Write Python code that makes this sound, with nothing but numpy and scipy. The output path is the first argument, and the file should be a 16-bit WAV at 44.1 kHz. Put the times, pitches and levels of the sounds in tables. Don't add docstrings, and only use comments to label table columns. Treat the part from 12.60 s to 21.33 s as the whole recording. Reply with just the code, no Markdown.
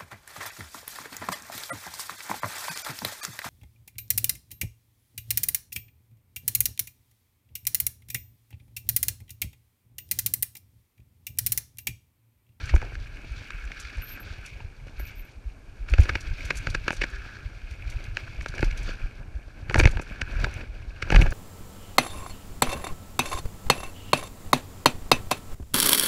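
import sys
import numpy as np
from scipy import signal
from scipy.fft import rfft, irfft, next_fast_len
from scipy.io import wavfile
from scipy.ndimage import uniform_filter1d, map_coordinates

SR = 44100
rng = np.random.default_rng(int(sys.argv[2]) if len(sys.argv) > 2 else 0)


def master(y):
    cut = np.clip(np.atleast_2d(y).T, -1, 1)
    pcm = np.round(cut * 32767)
    wavfile.write(sys.argv[1], SR, pcm.astype(np.int16))


def makeup_ratio(level_db):
    decades = np.asarray(level_db, float) / 20
    return 10 ** decades


N = 384993
T = np.arange(N) / SR
RIDE_SIZE = 2 * next_fast_len(N // 2 + 4096)


def spectrum(points, size):
    hz, db = np.transpose(points)
    bin_hz = np.arange(size // 2 + 1) * SR / size
    return makeup_ratio(np.interp(np.log(bin_hz + 1), np.log(hz), db))


def modes(rows, size):
    f = np.arange(size // 2 + 1) * SR / size
    response = 0
    for k, (hz, width_hz, db) in enumerate(rows):
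        damping = 1j * f * width_hz
        response = response + (-1) ** k * makeup_ratio(db) * damping / (hz ** 2 - f ** 2 + damping)
    return response


def colour(x, gain):
    size = 2 * gain.shape[-1] - 2
    return irfft(rfft(x, size) * gain)[..., :x.shape[-1]]


def unit(x):
    return x / np.sqrt(np.mean(x ** 2))


def walk(rate_hz):
    k = int(SR / rate_hz)
    held_levels = np.repeat(rng.standard_normal(N // k + 1), k)
    return 1.3 * uniform_filter1d(uniform_filter1d(held_levels, k), k)[:N]


def grit(rate_hz, spread_db, burst_ms, smooth, flicker_db, flicker_hz):
    sizes = makeup_ratio(spread_db * np.minimum(rng.exponential(size=N), 3.5))
    starts = (rng.random(N) < rate_hz / SR) * sizes
    scrapes = signal.fftconvolve(starts, np.hanning(int(burst_ms * SR / 1000)), "same")
    noise = (unit(scrapes) + smooth) * rng.standard_normal(N)
    return unit(noise * makeup_ratio(flicker_db * walk(flicker_hz)))


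def add(out, times_s, waves, lead):
    for s, wave in zip(times_s, waves):
        at = np.arange(len(wave)) + int(s * SR) - lead
        inside = (at >= 0) & (at < N)
        out[at[inside]] += wave[inside]
    return out


def rattles(length_ms, swell, fade, tail_db, tail_ms, size=4096):
    ms = (np.arange(size) - 512) * 1000 / SR
    span = length_ms[:, None]
    rise = np.exp(np.minimum(ms, 0) / np.clip(swell * (span - 2.2), .08, 3))
    fall = np.exp(-np.maximum(ms, 0) / (fade * span))
    ragged = np.repeat(rng.random((len(span), size // 64)) ** 2, 64, axis=1)
    chatter = ragged * np.exp(-np.abs(ms) / tail_ms)
    return rise * (fall + makeup_ratio(tail_db) * chatter), rng.standard_normal(rise.shape)


def ring(contact, gain, peak_db):
    y = colour(contact, gain)
    top = np.sqrt(2 * uniform_filter1d(y ** 2, size=88, axis=1).max(axis=1))
    return y * (makeup_ratio(peak_db) / top)[:, None]


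def wavering(s, db, hz, width_hz):
    t = np.arange(int(s[0] * SR), int(s[-1] * SR)) / SR
    steps = np.cumsum(np.interp(t, s, width_hz)) / SR
    knots = rng.standard_normal((2, 512))
    re, im = (map_coordinates(k, [steps], order=1, mode="wrap") for k in knots)
    carrier = np.exp(2j * np.pi * np.cumsum(np.interp(t, s, hz)) / SR)
    edge = np.clip(np.minimum(t - s[0], s[-1] - t) / .006, 0, 1)
    return makeup_ratio(np.interp(t, s, db)) * edge * ((re + 1j * im) * carrier).real


def held(start_s, length_s, db, attack_s, release_s, foot_db):
    times_s = start_s + np.array([0, attack_s, length_s - release_s, length_s])
    return times_s, db + foot_db * np.array([1, 0, 0, 1])


def shudder(blows):
    rise_s, fall_s = 0.02, 0.031
    s, db = np.transpose(blows)[:2]
    t = np.arange(-16384, 16384) / SR
    shape = np.exp(np.where(t < 0, t / rise_s, -t / fall_s))
    return add(np.zeros(N), s, makeup_ratio(db[:, None]) ** 2 * shape, lead=16384)


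# time in seconds, harness shake in dB, tyre grit in dB, grit brightness in dB.
GROUND = [(0, -38.5, -44, -2.5), (0.2, -34, -51.5, 1), (0.41, -40, -50.5, 1), (0.87, -43, -51.5, 2),
          (1.2, -45.5, -47, 0.5), (1.68, -38.5, -50.5, -0.5), (1.86, -47, -51, 2.5), (1.92, -46, -57.5, 10),
          (2.03, -46, -55, 3), (2.1, -41, -62.5, 3), (2.3, -43.5, -60, 1), (2.4, -42, -49.5, 0),
          (2.58, -39, -55.5, 6), (2.68, -45.5, -60, 4), (2.9, -45.5, -65, 2), (3.26, -46, -61, 0),
          (3.29, -38, -47.5, -2), (3.4, -31, -41.5, 3), (3.5, -37, -50, -2), (3.74, -35.5, -48.5, 3.5),
          (3.96, -38.5, -44, 2), (4.18, -33.5, -52, 5), (4.6, -47, -48.5, -4.5), (4.84, -44.5, -54.5, -3),
          (5.06, -40.5, -52.5, 3.5), (5.28, -38.5, -52, 3), (5.76, -37, -52, 2), (6.03, -29, -46.5, 1.5),
          (6.32, -35.5, -44.5, -2.5), (6.5, -39, -55, -1.5), (6.71, -36, -62.5, -2),
          (6.85, -45.5, -61.5, -3), (7.05, -39, -57, -1), (7.2, -26, -62, -3), (7.43, -37, -55, 3),
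          (7.63, -33.5, -46.5, -5), (7.8, -28.5, -44.5, -1.5), (8.0, -31.5, -47, 0), (8.08, -31, -56.5, 2),
          (8.42, -39.5, -57.5, -3), (8.6, -19.5, -38.5, -7), (8.73, -28.5, -47, 1)]


def over_ground(sound, law, blows):
    shake_ref_db, grit_ref_db = -38, -49
    base_db, per_shake, per_grit, per_bright, shudder_db = law
    s, shake_db, grit_db, bright_db = np.transpose(GROUND)
    db = base_db + per_shake * (shake_db - shake_ref_db) + per_grit * (grit_db - grit_ref_db) + per_bright * bright_db
    gain = np.sqrt(makeup_ratio(np.interp(T, s, db)) ** 2 + makeup_ratio(shudder_db) ** 2 * blows)
    return gain * unit(sound)


# frequency in Hz, density in dB.
RUMBLE_SPECTRUM = [(10, -34), (22, -0.5), (40, 0.5), (65, -11), (95, -8.5), (130, -14.5), (170, -26.5),
                   (300, -90)]
# level in dB at the reference ground, then slopes in dB per dB of shake, of grit and
# of brightness, last the shudder in dB against the blow's table level.
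RUMBLE_LAW = (-36.5, 0.71, 0.2, 0, -21.5)


def rumble(jolts):
    grain = grit(rate_hz=30, spread_db=4.9, burst_ms=21, smooth=0.8, flicker_db=1.53, flicker_hz=16)
    return over_ground(colour(grain, spectrum(RUMBLE_SPECTRUM, RIDE_SIZE)), RUMBLE_LAW, jolts)


# frequency in Hz, density in dB.
DRONE_SPECTRUM = [(80, 1), (150, 0.5), (300, 0), (450, -6.5), (600, -4.5), (800, -9), (1100, -14),
                  (2000, -47)]
# columns as for the rumble, in dB and dB per dB.
DRONE_LAW = (-52, 0.8, 0.28, -0.5, -31)


def drone(shake, knocks):
    grain = grit(rate_hz=50, spread_db=8.5, burst_ms=12, smooth=2.0, flicker_db=2.85, flicker_hz=45)
    return over_ground(colour(shake * grain, spectrum(DRONE_SPECTRUM, RIDE_SIZE)), DRONE_LAW, knocks)


# frequency in Hz, width in Hz, relative level in dB.
LOWER_MODES = [(1387, 365, -2.5), (1651, 198, 3)]
# columns as for the rumble, in dB and dB per dB.
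LOWER_LAW = (-50, -0.02, 1, -.55, -34)


def lower_housing(shake, knocks):
    grain = grit(rate_hz=50, spread_db=2.8, burst_ms=6, smooth=2.6, flicker_db=1.2, flicker_hz=50)
    return over_ground(colour(shake * grain, modes(LOWER_MODES, RIDE_SIZE)), LOWER_LAW, knocks)


# frequency in Hz, width in Hz, relative level in dB.
UPPER_MODES = [(2241, 198, 0.5), (2543, 183, 0.5), (2850, 307, -8)]
# columns as for the rumble, in dB and dB per dB.
UPPER_LAW = (-49.5, 0.01, 0.99, 0.4, -33)


def upper_housing(shake, knocks):
    grain = grit(rate_hz=50, spread_db=2.8, burst_ms=5.5, smooth=2.6, flicker_db=1.2, flicker_hz=50)
    return over_ground(colour(shake * grain, modes(UPPER_MODES, RIDE_SIZE)), UPPER_LAW, knocks)


# frequency in Hz, density in dB.
TICK_SPECTRUM = [(4000, -57), (6000, 1), (8000, -6.5), (11000, -12), (14500, -28), (16000, -42)]
# frequency in Hz, width in Hz, relative level in dB.
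TREBLE_MODES = [(3420, 840, -1), (4585, 645, 4.5), (5720, 450, 2.5), (6640, 1000, -1.5), (7750, 5500, -12),
                (11000, 3000, -43.5)]
# frequency in Hz, gain in dB.
WALL = [(2600, 6), (3400, 2), (7000, -2), (9500, -3), (15000, -43)]
# columns as for the rumble, in dB and dB per dB.
JINGLE_LAW = (-56, 0, 1.06, 0.04, -42)


def jingle(shake, knocks):
    links = grit(rate_hz=22, spread_db=4.6, burst_ms=2.8, smooth=.12, flicker_db=3.6, flicker_hz=13)
    links = unit(colour(links, spectrum(TICK_SPECTRUM, RIDE_SIZE)))
    grain = grit(rate_hz=70, spread_db=2.4, burst_ms=10, smooth=2.3, flicker_db=2.1, flicker_hz=25)
    body = modes(TREBLE_MODES[:5], RIDE_SIZE) * spectrum(WALL, RIDE_SIZE) ** 2
    return over_ground(unit(colour(shake * grain, body)) + makeup_ratio(-18.0) * links, JINGLE_LAW, knocks)


def rolling():
    knocks = shudder(CLANKS)
    shake = makeup_ratio(1.5 * walk(25))
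    return (rumble(shudder(THUDS)) + drone(shake, knocks) + lower_housing(shake, knocks)
            + upper_housing(shake, knocks) + jingle(shake, knocks))


# frequency in Hz, density in dB.
HISS_SPECTRUM = [(300, -9.5), (1000, -20), (3000, -35), (6000, -33), (10000, -42), (15000, -54)]
# frequency in Hz, rms level in dB.
WHINE = [(8780, -84.5), (11687, -91), (11719, -89), (12839, -92), (14626, -113)]


def electronics():
    hiss_db = -57
    gain = spectrum(HISS_SPECTRUM, 2 * next_fast_len(N // 2 + 1))
    out = makeup_ratio(hiss_db) * unit(colour(rng.standard_normal(N), gain))
    for hz, db in WHINE:
        out += np.sqrt(2) * makeup_ratio(db) * np.sin(2 * np.pi * hz * T)
    return out


# time of the peak in seconds, swing level in dB,
# length in ms between the -6 dB points.
THUDS = [(0.044, -19, 11.8), (0.149, -3.5, 18), (0.379, -23, 19), (0.54, -27.5, 43), (0.724, -21, 22),
         (0.991, -29, 50), (1.056, -23.5, 26), (1.26, -27.5, 23), (1.383, -21.5, 19), (1.713, -26, 12),
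         (1.804, -29, 37), (1.97, -31, 18), (2.052, -24.5, 11), (2.397, -22, 28), (2.432, -25, 18),
         (2.618, -29, 46), (2.774, -32, 18), (2.87, -21.5, 22), (3.216, -22.5, 31), (3.331, -9, 20),
         (3.4, 1, 14.3), (3.442, -20.5, 15), (3.5, -21, 9.8), (3.53, -21.5, 16), (3.562, -26, 10),
         (3.692, -26, 11), (3.856, -20.5, 14), (3.968, -22, 31), (4.075, -21.5, 5.9), (4.157, -25, 6.5),
         (4.406, -20.5, 48), (4.54, -26.5, 21), (4.586, -27.5, 24), (4.864, -24, 14), (5.044, -29, 22),
         (5.124, -23.5, 16), (5.276, -19, 25), (5.305, -28, 52), (5.504, -28, 30), (5.793, -22, 22),
         (5.899, -24, 8.1), (6.033, -14.5, 8.2), (6.081, -12, 42), (6.197, -24, 22), (6.437, -26.5, 16),
         (6.684, -30, 8.3), (6.763, -20, 19), (7.098, -21.5, 6.7), (7.161, -10, 5.5), (7.187, -7.5, 10),
         (7.231, -9, 12), (7.261, -1, 7.8), (7.315, -17.5, 62), (7.401, -30, 8), (7.632, -23, 12.5),
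         (7.738, -25, 23), (7.767, -21, 10.7), (7.841, -18, 6.4), (7.879, -26, 23), (8.107, -24.5, 26),
         (8.284, -25, 24), (8.435, -24.5, 8.2), (8.529, -12.5, 3.4), (8.556, -9.5, 9.9), (8.586, -8, 48),
         (8.628, -10, 4.8), (8.654, -12.5, 120), (8.718, -23, 9)]


def thuds():
    s, db, ms = np.transpose(THUDS)[:, :, None]
    hz = 51.6 * (20 / ms) ** 0.46
    t = np.arange(-4096, 4096) / SR
    phase = 2 * np.pi * rng.random((len(s), 2)).T[:, :, None]
    swing = makeup_ratio(-6 * (2000 * t / ms) ** 2) * np.cos(2 * np.pi * hz * t + phase[0])
    rebound = makeup_ratio(-6.0) * np.exp(-((t - .016) / 0.017) ** 2) * np.cos(2 * np.pi * 27 * t + phase[1])
    harness = spectrum([(6, -57), (18, -6.5), (170, 2), (300, -30)], size=8192)
    waves = colour(makeup_ratio(db) * (swing + rebound), harness)
    return add(np.zeros(N), s[:, 0], waves, lead=4096)


# time in seconds, peak in dB, length in ms, dull knock in dB and
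# upper modes in dB, the last two against the peak.
CLANKS = [(0.0533, -42, 6.1, -15, -10), (0.089, -28, 19, -30, -2), (0.1384, -32, 4.8, 8, -3),
          (0.1607, -24.5, 4.5, -7, -3.5), (0.2158, -29.5, 4.2, -6, -7), (0.2253, -33, 3.3, 3, -14),
          (0.3526, -31, 2.3, -13, -8), (0.904, -27.5, 2.8, -22, -4.5), (1.074, -38, 5, -21, 1),
          (1.117, -28.5, 3.3, -20, -1.5), (1.4184, -35, 8.2, -16, -1), (2.0018, -39.5, 7.4, 1, -1),
          (2.281, -41.5, 6.6, -12, -5), (2.396, -40, 7, 2.5, -9), (3.2817, -34.5, 18, -18, -2),
          (3.336, -19, 3.2, -6, -1), (3.3818, -23.5, 5.9, -1.5, -6.5), (3.3922, -33, 2.6, 8.5, -6),
          (3.4539, -30, 5.4, -3, -9), (3.4921, -16.5, 7.7, -9.5, -6), (3.553, -18, 5.8, -8, -2.5),
          (3.9044, -15.5, 5.9, -8, -2.5), (4.069, -18.5, 4.2, -10, -6.5), (4.147, -16.5, 6.6, -8, -6.5),
          (4.2628, -48, 7.9, 5, -4), (4.2793, -14, 2.86, -7, -6), (4.305, -17.5, 1.6, -6, -5.5),
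          (4.3287, -28.5, 1.1, -1, -6), (4.4134, -18, 14, -7, -1), (4.436, -18, 9.2, -9, -3),
          (5.569, -17, 3.2, -14.5, -3), (5.6764, -37, 8.2, -16, -11), (5.809, -32.5, 4.7, -23, -2),
          (5.8595, -22.5, 2, -5, -8), (5.9384, -31, 3.5, -3.5, -12), (5.98, -27, 5.1, -12, -4),
          (5.991, -28, 5.4, -10, -7), (6.0272, -18.5, 4.4, 4.5, -5), (6.109, -29.5, 7.5, -32, -1.5),
          (6.2898, -32, 2, 3.5, -0.5), (7.0965, -21.5, 1.9, -10, -4), (7.1091, -29.5, 1, 1.5, -4),
          (7.143, -11.5, 2.8, -10.5, -17), (7.1565, -16, 4.9, 4.5, -7), (7.1778, -22, 9, -4, -10),
          (7.1922, -20, 3.3, 2, 1), (7.1975, -9, 4.5, -5, -2), (7.209, -18.5, 4.2, 1, -2),
          (7.235, -18.5, 7.1, -8, -1.5), (7.2416, -24, 3.6, 5, 2), (7.254, -9.5, 2.27, -2.5, 0),
          (7.2717, -16, 4.8, -6, -3), (7.331, -45, 8, 10, -7), (7.3703, -25, 1.4, -5, -5),
          (7.394, -28, 6.4, 5, -4.5), (7.4202, -36, 4.4, -2, -11), (7.6142, -17.5, 4.9, -12.5, -2.5),
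          (7.8423, -15, 5.2, -13.5, -7), (8.0087, -35, 8.5, -0.5, -2), (8.3044, -45.5, 4.6, 0, 1),
          (8.4229, -19, 6, -10.5, -3), (8.502, -15.5, 3.5, -4, -3), (8.5215, -18, 8, 5, -3.5),
          (8.5444, -16, 5.9, -1.5, -3), (8.56, -12.5, 4.7, -6.5, -2), (8.613, -18, 7, 0.5, 0),
          (8.6192, -20.5, 4.3, -6, 2), (8.663, -27.5, 8.7, -4, -8), (8.7202, -27.5, 7.2, -2, -11)]
# frequency in Hz, width in Hz, relative level in dB.
KNOCK_MODES = [(164, 156, -2.5), (345, 95, 2.5), (544, 115, 0.5), (891, 132, -4.5)]


def clanks():
    s, db, ms, knock_db, upper_db = np.transpose(CLANKS)
    crack_db = -13 - .2 * knock_db + 0.11 * db
    shape, noise = rattles(ms, swell=.5, fade=.3, tail_db=-13, tail_ms=6.5)
    contact = shape * noise
    soft = spectrum([(3000, 10), (6000, -26), (15000, -2)], size=8192)
    lower_db = 10 * np.log10(np.clip(1 - makeup_ratio(upper_db) ** 2, .12, 1))
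    treble = modes(TREBLE_MODES, size=8192) * spectrum(WALL, size=8192)
    waves = (ring(contact, modes(LOWER_MODES, size=8192) * soft, db + lower_db)
             + ring(contact, modes(UPPER_MODES, size=8192) * soft, db + upper_db)
             + ring(contact, modes(KNOCK_MODES, size=8192) * soft, db + knock_db)
             + ring(shape ** 0.76 * noise, treble, db + crack_db))
    return add(np.zeros(N), s + 0.2975 * ms / 1000, waves, lead=512)


# time in seconds, peak in dB, length in ms.
TICKS = [(0.0563, -44.5, 6), (0.152, -41, 5.2), (1.199, -41, 4.2), (1.861, -43, 6.1), (2.2698, -63, 4.3),
         (2.397, -55, 6.7), (2.4712, -54, 4.6), (2.7147, -65, 10), (3.2977, -46.5, 3.4), (3.4024, -43, 5.5),
         (3.4303, -43.5, 11), (3.6067, -44, 6.2), (3.852, -44.5, 5), (3.955, -45, 6.9),
         (3.9702, -36.5, 6.9), (4.1, -45, 7.9), (4.3225, -43, 9.6), (4.333, -46, 13), (4.3654, -46, 6.9),
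         (4.5001, -51, 5.3), (5.109, -54.5, 4.2), (5.299, -47, 3.1), (5.44, -47.5, 3.2), (5.818, -50, 13),
         (5.884, -42, 4.1), (5.951, -50, 4.3), (6.006, -49, 3.2), (6.044, -44.5, 4.4), (6.1736, -44, 10),
         (6.231, -47, 6.8), (7.123, -50, 3.8), (7.166, -43, 7.3), (7.1873, -29, 6.8), (7.3117, -45, 6.6),
         (7.4147, -44.5, 7.5), (7.72, -53, 4.7), (8.5134, -41, 12), (8.5543, -39, 4.2), (8.611, -37.5, 10),
         (8.7065, -41.5, 4.3)]


def ticks():
    s, db, ms = np.transpose(TICKS)
    body_db = -14 - 0.34 * db + 3 * rng.standard_normal(len(s))
    shape, noise = rattles(ms, swell=0.8, fade=0.78, tail_db=-0.65, tail_ms=19)
    body = modes(TREBLE_MODES[:3], size=8192) * spectrum(WALL, size=8192)
    waves = (ring(shape * noise, spectrum(TICK_SPECTRUM, size=8192), db)
             + ring(shape * noise, body, db + body_db))
    return add(np.zeros(N), s + 0.31 * ms / 1000, waves, lead=512)


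# start in seconds, length in seconds, nominal level in dB, first and last frequency in Hz.
SQUEALS = [(1.411, .17, -44, 13000, 12900), (1.591, 0.068, -50, 12900, 12900),
           (2.383, 0.14, -50.5, 13100, 13550), (2.549, 0.098, -55, 13400, 13200),
           (2.64, 0.065, -65, 12950, 12900)]


def brake():
    grab_s, slip_s, width_hz, foot_db = 0.01, 0.032, 650, -35
    waves = []
    for start_s, length_s, db, first_hz, last_hz in SQUEALS:
        s, level_db = held(start_s, length_s, db, grab_s, slip_s, foot_db)
        hz = np.interp(s, s[[0, -1]], [first_hz, last_hz])
        waves.append(wavering(s, level_db, hz, width_hz + 0 * s))
    roughness = unit(makeup_ratio(4.1 * walk(140)))
    return roughness * add(np.zeros(N), np.transpose(SQUEALS)[0], waves, lead=0)


# start in seconds, length in seconds, nominal level in dB.
KNOBS = [(4.49, 0.17, -51), (4.68, 0.13, -55)]


def knobs():
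    base_hz, rise_hz_per_s, width_hz = 386, 60, 32
    attack_s, release_s, foot_db = .035, 0.069, -10
    waves = []
    for start_s, length_s, db in KNOBS:
        s, level_db = held(start_s, length_s, db, attack_s, release_s, foot_db)
        hz = base_hz + rise_hz_per_s * (s - KNOBS[0][0])
        waves.append(wavering(s, level_db, hz, width_hz + 0 * s))
    return add(np.zeros(N), np.transpose(KNOBS)[0], waves, lead=0)


def scene():
    return (rolling() + electronics() + thuds() + clanks() + ticks() + brake() + knobs())[None]


def band_limit(x):
    return signal.sosfilt(signal.butter(12, 16080, fs=SR, output="sos"), x)


def record(dry):
    low_pass = signal.ellip(8, .2, 60, 15300, fs=SR, output="sos")
    mix = signal.sosfilt(low_pass, dry)
    mix = mix / (1 + mix ** 6) ** (1 / 6)
    return band_limit(mix)


dry = scene()
out = record(dry)
master(out)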